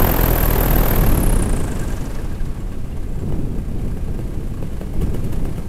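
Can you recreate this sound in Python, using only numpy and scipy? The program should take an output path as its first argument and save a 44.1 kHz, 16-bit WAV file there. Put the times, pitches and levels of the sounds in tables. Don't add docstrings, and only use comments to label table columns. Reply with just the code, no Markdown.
import sys
import numpy as np
from scipy import signal
from scipy.fft import rfft, irfft
from scipy.io import wavfile

SR = 44100
rng = np.random.default_rng(int(sys.argv[2]) if len(sys.argv) > 2 else 0)


def unload_wav(signal):
    wavfile.write(
        sys.argv[1],
        SR,
        np.round(np.clip(np.atleast_2d(signal).T, -1, 1) * 32767).astype(np.int16),
    )


N = 250488
TIME = np.arange(N) / SR


def gain_of(db):
    return 10 ** (np.asarray(db) / 20)


def evened(x):
    return x / np.sqrt(np.mean(x ** 2) + 1e-20)


def follow(table, at=TIME):
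    key, *columns = np.transpose(table)
    return [np.interp(at, key, column) for column in columns]


def noise(colour):
    hz, db = np.transpose(colour)
    frequencies = np.fft.rfftfreq(N, 1 / SR)
    shape = gain_of(np.interp(np.log(frequencies + 1), np.log(hz), db))
    shape[0] = 0
    return evened(irfft(rfft(rng.standard_normal(N)) * shape, N))


def drift(hz):
    shape = np.exp(-(np.fft.rfftfreq(N, 1 / SR) / hz) ** 2)
    return evened(irfft(rfft(rng.standard_normal(N)) * shape, N))


def resonate(x, hz, width):
    turn = np.exp(2j * np.pi * np.cumsum(hz * np.ones(N)) / SR)
    r = np.exp(-np.pi * width / SR)
    return 2 * (turn * signal.lfilter([1 - r], [1, -r], x / turn)).real


def resonate_twice(x, hz, width):
    return evened(resonate(resonate(x, hz, width), hz, width))


def burst(u, rise, fall):
    return np.exp(-(np.minimum(u, 0) / rise) ** 2 - np.maximum(u, 0) / fall)


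CRUISE_RATE, FREEWHEEL_RATE = 40, 11


def load_db(speed):
    return 20 * np.log10((speed - FREEWHEEL_RATE) / (CRUISE_RATE - FREEWHEEL_RATE))


def loudness(law, speed):
    cruise_db, slope = law
    return cruise_db + slope * load_db(speed)


# multiple of the blade rate, relative level/dB
THUMP_TONES = [(1, 0), (2, -10), (3, -10), (4, -11), (5, -18), (6, -22), (7, -21)]


def thump(passes, level_db, overtone_db, lag=0.1584, uneven=0.21, cusp=0.074):
    angle = 2 * np.pi * (passes - lag)
    tones = [gain_of(db) * np.cos((k + 1) * angle) for k, (_, db) in enumerate(THUMP_TONES)]
    fundamental, *overtones = tones
    u = (passes - lag + .5) % 1 - .5
    peak = np.exp(-abs(u) / .03)
    sharpness = cusp * gain_of(1.7 * drift(8.8) + level_db - level_db.max())
    blade_difference = uneven * np.cos(3 * angle / 2)
    pulse = fundamental + gain_of(overtone_db) * sum(overtones) + blade_difference + sharpness * peak
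    return gain_of(level_db + 1.0 * drift(7.5)) * evened(pulse - pulse.mean())


# f/Hz, level/dB (per Hz)
SWISH_NOISE = [(150, -1.5), (350, 3.5), (680, 0), (1130, -6), (1400, -8.5), (1620, -8.5), (1950, -12),
               (2800, -16), (4300, -22.5), (6000, -26), (9000, -26), (14000, -35), (16000, -41)]


def swish(passes, level_db, lag=0.019, spread=0.22, between=0.87, slap=0.44, grit_db=1.67, bite_db=1.5):
    u = (passes - lag + .5) % 1 - .5
    sweep = np.exp(-(u / spread) ** 2) + slap * burst(u - .11, rise=0.03, fall=0.14)
    uneven_sweep = sweep * gain_of(bite_db * drift(46))
    envelope = (between + uneven_sweep) * gain_of(grit_db * drift(740))
    return gain_of(level_db) * evened(envelope * noise(SWISH_NOISE))


# blade passes per second, middle f/Hz, base level/dB
WHISTLE_BY_SPEED = [(16, 4200, -74), (19.4, 4500, -58.5), (23.7, 7240, -46), (32.3, 10700, -31.5),
                    (37, 12300, -30.5), (39.5, 12550, -27), (43.2, 13360, -25)]
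DOPPLER, FLUTTER = 0.07, 0.011


def whistle(passes, speed, mismatch=0.03, mismatch_db=1.5, width_hz=1200,
            scatter=0.0034, scatter_db=1.5, skirt_db=-11):
    hz, db = follow(WHISTLE_BY_SPEED, speed)
    blade = np.floor(passes + .45).astype(int)
    u = passes - blade
    side = 1 - 2 * (blade % 2)
    sharp, strong = rng.standard_normal((200, 2))[blade].T
    swing = DOPPLER * np.sin(np.pi * u)
    pitch = hz * (1 - swing + mismatch * side + scatter * sharp + FLUTTER * drift(250))
    tone = resonate_twice(rng.standard_normal(N), pitch, width_hz)
    skirt = resonate_twice(rng.standard_normal(N), hz, 3400)
    clear = np.interp(hz, [6800, 9000], [.3, 1])
    voice = clear * tone + (gain_of(skirt_db) + 1 - clear) * skirt
    beam = np.exp(-((u + 0.087) / 0.13) ** 2) + 0.38 * np.exp(-((u - .24) / 0.08) ** 2)
    pass_gain = gain_of(scatter_db * strong - mismatch_db * side)
    return gain_of(db) * voice * evened(beam * pass_gain + 0.093)


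# blade passes per second, rattle level/dB, hiss level/dB, ringing level/dB
ENGINE_BY_SPEED = [(16, -43, -55.5, -60), (18.2, -43, -55.5, -58), (22.6, -37.5, -47, -51),
                   (43.2, -51, -39.5, -40.5)]
# f/Hz, width/Hz of each resonance, relative level/dB
METAL_RINGS = [(1597, 100, -3.5), (1135, 110, 0), (2830, 280, -13), (7370, 420, -10.5), (11050, 540, -9.5)]
# f/Hz, level/dB (per Hz)
RATTLE_NOISE = [(250, -1), (480, -4.5), (650, -8), (1100, -13.5), (1400, -15.5), (1800, -17), (2700, -18),
                (3300, -22.5), (5700, -30), (9000, -39), (16000, -61)]
HISS_NOISE = [(2500, -36), (4200, -1.5), (6000, 0), (8000, 3.5), (11000, 3), (13000, 1), (14500, -3),
              (16000, -22)]
SHAKE_DB, AFTER_HISS_DB, SHAKE_S = -8.0, -20, 0.085


def engine(passes, speed, firings_per_pass=1.9, between=2.5):
    shake = sum(gain_of(db) * burst(TIME - s, rise=0.0063, fall=SHAKE_S) for s, db, _ in HARD_FIRINGS)
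    rattle_db, hiss_db, ring_db = follow(ENGINE_BY_SPEED, speed)
    hiss = gain_of(hiss_db) + gain_of(AFTER_HISS_DB) * shake
    rattle = gain_of(rattle_db) + gain_of(SHAKE_DB) * shake
    strokes = passes * firings_per_pass + 1
    strength = gain_of(rng.uniform(-6.2, 8.4, 1000))[strokes.astype(int)]
    beat = strength * burst(strokes % 1 - .15, rise=0.13, fall=0.24)
    running = rattle * noise(RATTLE_NOISE) + hiss * noise(HISS_NOISE)
    blows = (0.068 + beat) * rng.standard_normal(N)
    rings = sum(gain_of(db) * resonate_twice(blows, hz, width) for hz, width, db in METAL_RINGS)
    return running * evened(between + beat) + gain_of(ring_db) * rings


# t/s of the middle, half length/s, strength as added level/dB
GUST_LIST = [(0.01, 0.13, 13), (0.617, 0.27, 6.5), (1.07, 0.23, 10.5), (1.515, 0.31, 10), (3.329, 0.18, 9),
             (3.57, 0.038, 6.5), (3.825, 0.11, 7), (4.263, 0.21, 4), (4.622, 0.095, 1), (5.07, 0.15, 8.5),
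             (5.377, 0.16, 7)]
# f/Hz, level/dB (per Hz)
RUMBLE_NOISE = [(3, -13), (9, 9), (20, 6.5), (35, 5.5), (60, -1), (100, -1.5), (130, -6), (170, -8),
                (300, -38), (1000, -91)]
BUFFET_NOISE = [(60, -76), (130, 1.5), (195, -0.5), (270, -5), (420, -10.5), (600, -22), (1000, -31),
                (2000, -50.5), (5000, -55)]
RUMBLE_DB, BUFFET_DB, RUMBLE_SHARE = -24.5, -34, 0.67


def wind(lumps_db=1.5):
    gust_db = sum(db * np.exp(-((TIME - s) / length) ** 2) for s, length, db in GUST_LIST)
    rumble = gain_of(RUMBLE_DB + RUMBLE_SHARE * gust_db) * noise(RUMBLE_NOISE)
    lumpy = evened(noise(BUFFET_NOISE) * gain_of(lumps_db * drift(66)))
    return rumble + gain_of(BUFFET_DB + gust_db) * lumpy


# t/s, f/Hz, level/dB
METAL_KNOCKS = [(1.495, 1620, -33), (1.608, 1630, -35), (1.68, 1630, -36), (1.721, 1610, -34),
                (1.83, 1640, -34.5), (1.906, 1620, -35), (1.982, 1650, -37), (2.188, 1640, -38),
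                (2.317, 1630, -41), (2.403, 1640, -41), (2.59, 7450, -56), (2.62, 7450, -56),
                (2.713, 7450, -56), (2.925, 2790, -47), (3.09, 7450, -53), (3.148, 7450, -56),
                (3.203, 7450, -50)]


def knocks(waver_hz=70, ring_s=0.0078, clatter_db=-2):
    waver = drift(waver_hz)
    clatter = gain_of(clatter_db) * noise(RATTLE_NOISE)
    out = np.zeros(N)
    for s, hz, db in METAL_KNOCKS:
        part = slice(round(s * SR) - SR // 100, round(s * SR) + SR // 10)
        t = TIME[part] - s
        ring = np.sqrt(2) * np.sin(2 * np.pi * hz * t + 1.0 * waver[part])
        out[part] += gain_of(db) * burst(t, rise=0.0018, fall=ring_s) * (ring + clatter[part])
    return out


# t/s, hiss level/dB, thud level/dB
HARD_FIRINGS = [(2.1135, -59, -35), (2.188, -57, -22), (2.4592, -57, -35), (2.7195, -63, -24),
                (3.3241, -55, -18), (3.796, -53, -26), (3.9724, -50, -21.5), (4.083, -56, -23),
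                (4.191, -51, -18), (4.432, -56, -27), (4.6265, -47, -17), (4.732, -50, -26.5),
                (4.8137, -46, -17), (4.9397, -48, -23), (5.0198, -37, -15), (5.1466, -39, -17.5),
                (5.246, -41, -30), (5.3296, -38.5, -19), (5.4542, -41.5, -16.5), (5.5814, -43, -17.5)]
# f/Hz before detuning, relative level/dB, time to fall by 60 dB/s
THUD_TONES = [(415, 1.5, 0.013), (220, -20, 0.023), (700, -8, 0.007), (1030, -32, 0.024),
              (1530, -29, 0.063), (2570, -23.5, 0.02)]
# f/Hz, level/dB (per Hz)
PUFF_NOISE = [(1500, 8), (3500, -6.5), (6000, -4), (8500, 0.5), (11000, 1), (14000, 4), (16000, -16)]
GAS_NOISE = [(100, 0), (300, 13), (650, 11), (1150, -24), (2200, -5), (3500, -41), (8000, -45)]


def pops(gas_db=-18, clank_db=-6.5, clank_hz=2950, lead=0.0077):
    puff, clank, gas, thud = np.zeros((4, N))
    for s, high_db, low_db in HARD_FIRINGS:
        part = slice(round(s * SR) - SR // 40, round(s * SR) + SR // 10)
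        t = TIME[part] - s
        detune = 1 + 0.079 * rng.standard_normal()
        puff[part] += gain_of(high_db) * burst(t - .002, rise=0.01, fall=0.006)
        clank[part] += gain_of(high_db + clank_db) * burst(t + lead, rise=.001, fall=0.007)
        gas[part] += gain_of(low_db + gas_db) * burst(t, rise=0.00046, fall=0.02)
        age = np.maximum(t, 0)
        for hz, db, t60 in THUD_TONES:
            dying = gain_of(low_db + db - 60 * age / t60)
            thud[part] += dying * np.sin(2 * np.pi * hz * detune * age)
    metal = resonate_twice(rng.standard_normal(N), clank_hz, 450)
    return puff * noise(PUFF_NOISE) + clank * metal + gas * noise(GAS_NOISE) + thud


def frame_echoes(x, echo_db=-10, count=12):
    taps = np.zeros(SR // 50)
    places = rng.integers(SR // 700, len(taps), count)
    taps[places] = rng.choice([-1, 1], count) * gain_of(echo_db) / np.sqrt(count)
    taps[0] = 1
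    return signal.oaconvolve(x, taps / np.linalg.norm(taps))[:N]


# t/s, blade passes per second
PROPELLER_SPEED = [(0.0, 43.05), (0.2, 42.08), (0.45, 39.68), (0.65, 39.6), (0.9, 40.18), (1.05, 37.37),
                   (1.25, 33.08), (1.5, 28.22), (1.75, 25.06), (2.0, 22.24), (2.3, 19.64), (2.7, 17.52),
                   (3.3, 16.0), (5.68, 16.0)]
# level/dB at cruise, dB per dB of load (overtones: relative level)
THUMP_LOUDNESS = (-18.5, 0.57)
OVERTONE_LOUDNESS = (-0.4, 0.6)
SWISH_LOUDNESS = (-22.5, 1.816)
# blade passes per second, half width of that rate, level/dB
THUMP_SPEED_DIP = (24.8, 2.8, -7.5)


def scene():
    speed, = follow(PROPELLER_SPEED)
    passes = np.cumsum(speed) / SR - .1
    dip_rate, dip_width, dip_db = THUMP_SPEED_DIP
    dip = dip_db * np.exp(-((speed - dip_rate) / dip_width) ** 2)
    thump_db = loudness(THUMP_LOUDNESS, speed) + dip
    propeller = thump(passes, thump_db, loudness(OVERTONE_LOUDNESS, speed))
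    propeller += swish(passes, loudness(SWISH_LOUDNESS, speed))
    propeller += whistle(passes, speed)
    machine = frame_echoes(engine(passes, speed) + knocks() + pops())
    return (propeller + machine + wind())[None]


EDGE_HZ = 15850


def record(dry):
    low_pass = signal.firwin(511, EDGE_HZ, window=("kaiser", 9), fs=SR)
    return signal.oaconvolve(dry, low_pass[None], "same")


dry = scene()
out = record(dry)
unload_wav(out)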